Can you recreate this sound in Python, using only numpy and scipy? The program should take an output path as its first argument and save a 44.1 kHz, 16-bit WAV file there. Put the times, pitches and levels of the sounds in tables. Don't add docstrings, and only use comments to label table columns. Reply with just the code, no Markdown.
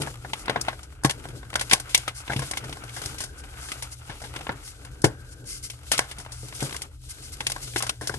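import sys
import numpy as np
from scipy import signal
from scipy.fft import rfft, irfft, next_fast_len
from scipy.io import wavfile
from scipy.ndimage import uniform_filter1d

SR = 44100
rng = np.random.default_rng(int(sys.argv[2]) if len(sys.argv) > 2 else 0)


def store_wav(level_fs):
    pcm = np.round(np.clip(np.atleast_2d(level_fs), -1, 1) * 32767)
    wavfile.write(sys.argv[1], SR, pcm.T.astype(np.int16))


N = 360738


def undb(db):
    return 10 ** (np.asarray(db, float) / 20)


def curve(rows):
    times, *columns = np.transpose(rows)
    return [np.interp(np.arange(N) / SR, times, column) for column in columns]


def flicker(rate):
    hold = int(SR / rate)
    steps = np.repeat(rng.standard_normal(N // hold + 1), hold)
    return 1.5 * uniform_filter1d(uniform_filter1d(steps, hold), hold)[:N]


def band(x, hz, width):
    edges = [hz - width / 2, hz + width / 2]
    return signal.sosfilt(signal.butter(2, edges, "bandpass", fs=SR, output="sos"), x)


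def body(x, peaks):
    scale = np.sqrt(sum(undb(2 * db) * width for _, width, db in peaks) / (SR / 2))
    return sum((-1) ** k * undb(db) * band(x, hz, width)
               for k, (hz, width, db) in enumerate(peaks)) / scale


def mode(push, hz, t60):
    radius = np.exp(-np.log(1000) / (t60 * SR))
    pole = radius * np.exp(2j * np.pi * hz / SR)
    return np.sqrt(2 - 2 * radius ** 2) * signal.lfilter([1], [1, -pole], push).imag


def smear(x, seconds):
    return signal.lfilter([1], [1, -np.exp(-1 / (seconds * SR))], x)


def grit(spread_db, smear_s):
    size = undb(spread_db * np.minimum(rng.exponential(size=N), 5.5))
    grains = np.sqrt(smear(size ** 2, smear_s)) * rng.standard_normal((2, N))
    return grains / np.sqrt(np.mean(grains ** 2))


# f/Hz, width/Hz, level/dB
RUMBLE_BANDS = [(38.2, 4.3, -53.5), (60, 32.4, -48), (68, 23, -51), (119.8, 11.3, -50), (295.6, 22, -67.5)]
# t/s, level/dB
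HISS_LEVEL = [(0, -72), (1.12, -61), (1.27, -57), (3.7, -53), (4.0, -73), (5.15, -55.5), (5.25, -55),
              (5.75, -65), (6.8, -59.5), (6.9, -75.5), (7.06, -80), (7.12, -56.5), (7.9, -70)]
# f/Hz, level/dB
HUM_TONES = [(59.5, -58), (120, -53)]
def room():
    def air(hz, width, db):
        return undb(db) * np.sqrt(SR / 2 / width) * band(rng.standard_normal((2, N)), hz, width)

    out = sum(air(*row) for row in RUMBLE_BANDS)
    out += air(hz=1540, width=150, db=curve(HISS_LEVEL)[0])
    t = np.arange(N) / SR
    for hz, db in HUM_TONES:
        out[0] += undb(db + 3 * flicker(1.8)) * np.sqrt(2) * np.sin(2 * np.pi * hz * t)
    return out


# f/Hz, gain/dB, t60/s
TABLE_MODES = [(135.9, -9.5, 0.093), (208, -22, 0.018), (305.7, -16, 0.045), (412, -14, 0.017)]
def table_top(push):
    ring = sum(undb(db) * mode(push, hz, t60) for hz, db, t60 in TABLE_MODES)
    return signal.sosfilt(signal.butter(2, 90, "highpass", fs=SR, output="sos"), ring)


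# t/s, length/s, level/dB
STROKES = [(0.368, 0.081, -42.5), (2.143, 0.092, -39), (2.314, 0.04, -43), (3.373, 0.048, -44),
           (3.59, 0.15, -42), (3.91, 0.044, -38.5), (4.629, 0.11, -41), (5.308, 0.044, -46),
           (5.452, 0.16, -35.5), (5.624, 0.06, -35), (6.328, 0.22, -45), (7.088, 0.045, -36),
           (7.219, 0.075, -41.5), (7.316, 0.044, -39), (7.612, 0.056, -36), (7.773, 0.033, -26.5)]
# f/Hz, width/Hz, gain/dB
SIZZLE_BANDS = [(5700, 2450, 5.5), (7480, 670, -2), (9000, 2070, 4.5), (11460, 1120, -13.5)]
# f/Hz, width/Hz, gain/dB
RASP_BANDS = [(2086, 120, 5), (2850, 970, -4.5), (1420, 520, -3.5)]
def swishes():
    power = np.zeros(N)
    for at, length, db in STROKES:
        progress = np.linspace(0, 1, int(length * SR))
        start = int(at * SR)
        power[start:start + len(progress)] += undb(2 * db) * np.sin(np.pi * progress ** 0.77) ** 2
    friction = grit(spread_db=4, smear_s=0.00061) * np.sqrt(power)
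    return body(friction, SIZZLE_BANDS) + undb(-13.5) * body(friction, RASP_BANDS)


def landings(per_second=70, spread_db=5):
    hits = (rng.random(N) < per_second / SR) * undb(spread_db * rng.standard_normal(N))
    return smear(hits, 0.0055) * rng.standard_normal((2, N))


# t/s, dust level/dB, crumb level/dB, pressure level/dB
HANDWORK = [(0.0, -32.5, -30, -21), (.17, -51.5, -57.5, -45), (.57, -50.5, -44.5, -37),
            (.78, -54, -51.5, -45), (1.0, -64, -67, -48), (1.2, -52, -54, -36), (1.8, -49, -53, -45.5),
            (2.15, -52.5, -55, -56), (2.38, -41, -47.5, -61.5), (2.62, -47.5, -49.5, -35.5),
            (2.9, -51, -54, -43), (3.08, -42, -49.5, -42.5), (3.35, -57.5, -58, -41),
            (3.72, -43, -46.5, -43.5), (3.97, -52.5, -59, -51.5), (4.44, -51, -50, -39),
            (4.75, -53.5, -58.5, -48.5), (4.92, -55, -56.5, -37), (5.0, -59.5, -57, -39),
            (5.44, -55.5, -68.5, -43), (6.17, -49, -52.5, -56), (6.29, -59.5, -58, -65),
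            (6.4, -51, -60, -55), (6.67, -39, -44, -33.5), (6.88, -57.5, -61, -45),
            (7.01, -58.5, -75.5, -63), (7.06, -47.5, -61, -48), (7.24, -47.5, -58.5, -45),
            (7.7, -44, -54, -41.5), (7.96, -57, -71, -61), (8.18, -46, -55, -31.5)]
# f/Hz, width/Hz, gain/dB
DUST_BANDS = [(3920, 2540, 3), (7350, 4300, 1), (9250, 3800, 2.5), (12000, 1200, -8)]
# f/Hz, width/Hz, gain/dB
CRUMB_BANDS = [(688, 770, 4.5), (950, 400, 8), (1320, 286, 12.5), (2540, 1470, 5.5)]
def crumble():
    dust_db, crumb_db, press_db = curve(HANDWORK)
    dust = grit(spread_db=3, smear_s=0.004) * undb(dust_db + 2.5 * flicker(45) + 0.5 * flicker(8))
    crumbs = grit(spread_db=7, smear_s=0.00081) * undb(crumb_db + 3.5 * flicker(35) + 1.3 * flicker(6.3))
    strokes = swishes()
    ticks = landings()
    hiss = body(dust + ticks * undb(dust_db - 6), DUST_BANDS)
    crunch = body(crumbs + ticks * undb(crumb_db), CRUMB_BANDS)
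    pressure = rng.standard_normal((2, N)) * undb(press_db + 2 * flicker(21))
    return hiss + crunch + strokes + table_top(pressure)


def avalanche(times, levels_db, decays, tail_db, tail_t60, rise_s=0.0006):
    lead = SR // 20
    t = np.arange(-lead, SR // 4) / SR
    strain = undb(2 * -25) * np.exp(-2 * np.abs(t) / 0.003)
    attack = np.clip(t / rise_s, 0, 1) ** 2
    after_peak = np.maximum(t - rise_s, 0)
    power = np.zeros(N + SR)
    for at, db, t60 in zip(times, levels_db, decays):
        release = undb(-120 * after_peak / t60) + undb(2 * tail_db - 120 * after_peak / tail_t60)
        start = int(at * SR)
        power[start:start + len(t)] += undb(2 * db) * (strain + attack * release)
    return np.sqrt(power[lead:N + lead])


def blows(times, levels_db, contact_s):
    out = np.zeros(N + SR)
    for at, db, contact in np.broadcast(times, levels_db, contact_s):
        push = np.diff(np.hanning(int(contact * SR)))
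        start = int(at * SR)
        out[start:start + len(push)] += undb(db) * push / np.sqrt(np.mean(push ** 2))
    return out[:N]


# t/s, level/dB, t60/s, contact/s
THUD_CUES = [(0.495, -23, 0.18, 0.0022), (0.557, -22.5, 0.21, 0.0019), (1.047, -20, .06, 0.0047),
             (2.297, -29.5, 0.85, 0.0032), (2.331, -34, 0.19, 0.0052), (2.36, -25.5, 0.19, 0.0047),
             (2.389, -28.5, 0.16, 0.0056), (2.419, -39.5, 0.18, 0.0044), (2.691, -38.5, 0.089, 0.0039),
             (3.052, -38, 0.27, 0.013), (4.095, -36.5, 0.26, 0.0042), (4.493, -22.5, 0.13, 0.0012),
             (5.042, -6, 0.12, 0.0022), (6.183, -39.5, 0.25, 0.0013), (6.429, -31.5, 0.19, 0.0011),
             (6.624, -21.5, 0.17, 0.0031), (8.016, -34, 0.31, 0.0025), (8.097, -36, 0.099, 0.00071),
             (8.141, -43, .08, 0.0029)]
def thuds(fractures, crack_times, knock_db, crack_t60):
    shake_db = -45.5 + 0.53 * (knock_db + 30)
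    shakes = [crack_times, shake_db, 5.2 * crack_t60, np.full_like(crack_times, 0.0022)]
    times, db, t60, contact_s = np.hstack([shakes, np.transpose(THUD_CUES)])
    push = fractures * avalanche(times, db, t60, tail_db=-3, tail_t60=0.18)
    push[0] += blows(times, db - 5.5, contact_s)
    return table_top(push)


def chips(shatter, times, knock_db, pitches, decays):
    out, length = np.zeros((2, N + SR)), SR // 16
    t = np.arange(length) / SR
    for at, db, hz, t60 in zip(times, knock_db, pitches, decays):
        start = int(at * SR)
        rattle = shatter[:, start:start + length]
        gate = t[:rattle.shape[1]] < t60 / 3
        out[:, start:start + len(gate)] += mode(rattle * gate, hz, t60=0.022)
        ring_t60 = 17 / np.sqrt(1000 * hz)
        strike = undb(db + 2.5 - 60 * t / ring_t60) * np.sqrt(1000 / hz)
        phase = 2 * np.pi * hz * t
        overtone = undb(-10.5) * np.sin(2.25 * phase)
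        out[0, start:start + length] += strike * (np.sin(phase) + overtone)
    return undb(-6.5) * out[:, :N]


# t/s, shard level/dB, knock level/dB, splinter level/dB, chip f/Hz, t60/s
CRACK_CUES = [(0.018, -28, -49, -23, 860, 0.035), (0.072, -62, -26, -60.5, 804, 0.13),
              (0.247, -47, -26, -58, 740, 0.087), (0.333, -20.5, -23.5, -27.5, 870, 0.035),
              (0.457, -42, -40, -37, 794, 0.035), (0.481, -24, -16, -53, 970, 0.032),
              (0.496, -20.5, -13, -29.5, 1000, 0.039), (0.507, -42, -25, -52, 594, 0.033),
              (0.559, -32, -12.5, -49, 930, 0.078), (0.611, -55, -46, -21, 6500, 0.041),
              (0.683, -25, -15.5, -37, 760, 0.058), (0.728, -45, -32.5, -50, 744, 0.12),
              (0.83, -49, -66, -39.5, 6740, 0.077), (1.035, -54, -30, -29, 1200, 0.032),
              (1.046, -21.5, -9, -17, 1570, 0.074), (1.0485, -34, -11.5, -40, 310, 0.027),
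              (1.108, -27, -29, -22.5, 2750, 0.036), (1.095, -23.5, -20.5, -23.5, 1770, 0.07),
              (1.254, -36.5, -27, -63.5, 740, 0.013), (1.286, -42, -42, -41, 3100, 0.03),
              (1.43, -45, -33, -61, 750, 0.04), (1.53, -33, -25.5, -42, 1020, 0.013),
              (1.539, -31, -25, -34, 2110, 0.025), (1.555, -19.5, -10, -20.5, 1480, 0.039),
              (1.594, -28, -37, -27, 1470, 0.049), (1.61, -28.5, -22, -24.5, 2130, 0.081),
              (1.696, -33, -36, -29, 5300, 0.062), (1.711, -16.5, -18.5, -23, 2080, 0.081),
              (1.724, -28, -16.5, -20, 780, 0.085), (1.732, -10.5, -9, -7.5, 1900, 0.035),
              (1.798, -37.5, -29.5, -27.5, 1520, 0.045), (1.892, -42, -44, -38.5, 4070, 0.47),
              (1.946, -6, -18, -9.5, 5970, 0.038), (1.976, -41, -26, -17, 4700, 0.024),
              (2.078, -21.5, -21, -27, 1270, 0.06), (2.2782, -27.5, -30, -47.5, 1000, 0.031),
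              (2.297, -38, -22.5, -43, 770, 0.24), (2.32, -34, -29, -48, 2290, 0.068),
              (2.333, -32, -24.5, -35, 2150, 0.049), (2.362, -30, -40, -33.5, 750, 0.073),
              (2.392, -31, -23.5, -29.5, 770, 0.054), (2.419, -36, -26, -35, 1010, 0.19),
              (2.511, -31, -24, -22.0, 737, 0.038), (2.534, -34, -28.5, -39, 2280, 0.07),
              (2.571, -28, -25, -26.5, 4300, 0.061), (2.64, -42, -31.5, -39.5, 920, 0.1),
              (2.694, -39, -38, -36, 710, 0.036), (2.726, -32.5, -32, -36, 900, 0.047),
              (2.769, -47, -31.5, -41, 780, 0.042), (2.837, -46, -32.5, -40, 1330, 0.062),
              (2.892, -39, -49, -41, 4260, 0.043), (2.964, -40.5, -31.5, -38.5, 1220, 0.27),
              (3.016, -35.5, -31.5, -33, 1520, 0.079), (3.037, -35, -26, -34, 1340, 0.022),
              (3.058, -37, -33, -25, 5800, 0.034), (3.182, -39, -44, -33, 2000, 0.13),
              (3.204, -38, -33, -29.5, 7500, 0.2), (3.237, -40, -30.5, -29, 5640, 0.059),
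              (3.686, -40, -36, -38, 1270, 0.11), (3.717, -26.5, -36, -28.5, 3700, 0.049),
              (3.823, -34, -33.5, -29, 6120, 0.082), (4.095, -40, -31.5, -45.5, 910, 0.3),
              (4.217, -50, -32.5, -38, 755, 0.1), (4.238, -41, -33.5, -41, 754, 0.21),
              (4.361, -27.5, -25, -34.5, 960, 0.047), (4.408, -38, -32.5, -43.5, 750, 0.063),
              (4.468, -31, -23.5, -65, 980, 0.033), (4.492, -32, -13, -57, 880, 0.06),
              (4.848, -45, -39, -40.5, 840, 0.064), (5.017, -74, -66, -32.5, 7740, 0.041),
              (5.0416, -21.5, -7.5, -16.5, 411, 0.079), (5.637, -54, -67, -36, 7100, 0.19),
              (5.699, -37.5, -42, -32.5, 8700, 0.09), (5.916, -19, -14, -13, 1825, 0.078),
              (5.933, -26.5, -25.5, -28, 1310, 0.16), (5.978, -23, -26.5, -17, 5250, 0.03),
              (5.991, -12.5, -7.5, -12, 2240, 0.014), (6.112, -33.5, -35, -33.5, 1740, 0.065),
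              (6.183, -42, -39, -35, 744, 0.066), (6.199, -48, -37, -38.5, 604, 0.13),
              (6.262, -42, -31, -60.5, 900, 0.028), (6.319, -49, -42.5, -35.5, 9300, 0.14),
              (6.483, -45.5, -51, -37, 1550, 0.046), (6.524, -38.5, -33.5, -59.5, 1600, 0.04),
              (6.548, -51.5, -49, -36.5, 5850, 0.36), (6.604, -33, -35, -32, 2250, 0.077),
              (6.625, -46, -29.5, -29, 540, 0.14), (6.693, -37, -36.5, -35.5, 895, 0.034),
              (6.726, -29.5, -31.5, -35.5, 730, 0.022), (6.745, -40, -28, -38.5, 910, 0.095),
              (6.763, -35.5, -37, -28, 3280, 0.036), (6.818, -35, -35.5, -27, 3070, 0.054),
              (7.405, -24.5, -22.5, -30, 840, 0.041), (7.467, -17.5, -22, -17, 3200, 0.033),
              (7.498, -34.0, -32, -27.5, 5340, 0.065), (7.518, -28, -27, -22, 8200, 0.029),
              (7.562, -40, -22.5, -40, 960, 0.033), (7.736, -37, -36, -50, 2380, 0.022),
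              (7.76, -25, -20.5, -26, 373, 0.099), (7.804, -33, -27.5, -34, 1300, 0.075),
              (7.823, -27.5, -21, -18.5, 2600, 0.028), (7.832, -36, -25, -31, 1300, 0.11),
              (7.865, -36, -28, -32, 1300, 0.1), (7.893, -23, -23, -20.5, 1390, 0.044),
              (8.011, -46, -27, -34, 1500, 0.073), (8.018, -46, -39, -42.5, 950, 0.92),
              (8.071, -35.5, -33, -22.5, 8300, 0.076), (8.095, -41, -17, -31.5, 1290, 0.029),
              (8.097, -50, -21, -46, 408, 0.0056), (8.14, -35.5, -25.5, -35.5, 420, 0.05)]
# f/Hz, width/Hz, gain/dB
SHARD_BANDS = [(2106, 330, 8.5), (3110, 1370, 10)]
# f/Hz, width/Hz, gain/dB
BLOCK_BANDS = [(572, 386, 7.5), (784, 758, 12), (1108, 65, 9.5), (1508, 396, 12)]
def cracks():
    times, shard_db, knock_db, splinter_db, chip_hz, t60 = np.transpose(CRACK_CUES)
    fractures = grit(spread_db=3.2, smear_s=0.0003)
    splinters = fractures * avalanche(times, splinter_db, t60, tail_db=-20, tail_t60=0.17, rise_s=0.0021)
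    shatter = fractures * avalanche(times, shard_db, t60, tail_db=-22.5, tail_t60=0.22)
    knock = fractures * avalanche(times, knock_db, 0.47 * t60, tail_db=-19, tail_t60=0.2)
    ring = chips(shatter, times, knock_db, chip_hz, t60)
    snap_db, snap_s = -4, 0.00029
    knock[0] += blows(times, knock_db + snap_db, snap_s)
    shatter[0] += blows(times, shard_db + snap_db, snap_s / 2)
    chalk = body(splinters, SIZZLE_BANDS) + body(shatter, SHARD_BANDS) + body(knock, BLOCK_BANDS)
    return chalk + ring + thuds(fractures, times, knock_db, t60)


# f/Hz, gain/dB
PORT_EQ = [(20, -14), (45, 0), (8500, 0), (10400, 5), (11000, 3), (12200, -5), (13200, -10), (15000, -10)]
# f/Hz, level/dB, likeness/0-1
RIGHT_PORT = [(60, -1, .97), (200, -2, .95), (380, -4.5, .8), (700, -2.5, .65), (1400, -2.5, .35),
              (2600, -1.5, .65), (4000, -4, .5), (5700, -10, .4), (7800, -6, .4), (9000, -.4, .98),
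              (15000, -.4, .93)]
def microphone(streams):
    size = next_fast_len(N + 4096)
    hz = np.arange(size // 2 + 1) * SR / size

    def over_frequency(rows):
        points, *columns = np.transpose(rows)
        return [np.interp(np.log(hz + 1), np.log(points), column) for column in columns]

    right_db, likeness = over_frequency(RIGHT_PORT)
    direct, scattered = undb(over_frequency(PORT_EQ)[0]) * rfft(streams, size)
    lag_s = np.where(hz < 8300, 1.3e-4, -2.5e-4) * (hz < 13000)
    shifted = direct * np.exp(-2j * np.pi * hz * lag_s)
    right = undb(right_db) * (likeness * shifted + np.sqrt(1 - likeness ** 2) * scattered)
    return irfft(np.array([direct, right]), size)[:, :N]


def scene():
    return microphone(cracks() + crumble() + room())


def record(dry):
    top_cut = signal.ellip(8, .2, 70, 15640, fs=SR, output="sos")
    return signal.sosfilt(top_cut, np.clip(dry, -1, 1))


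dry = scene()
out = record(dry)
store_wav(out)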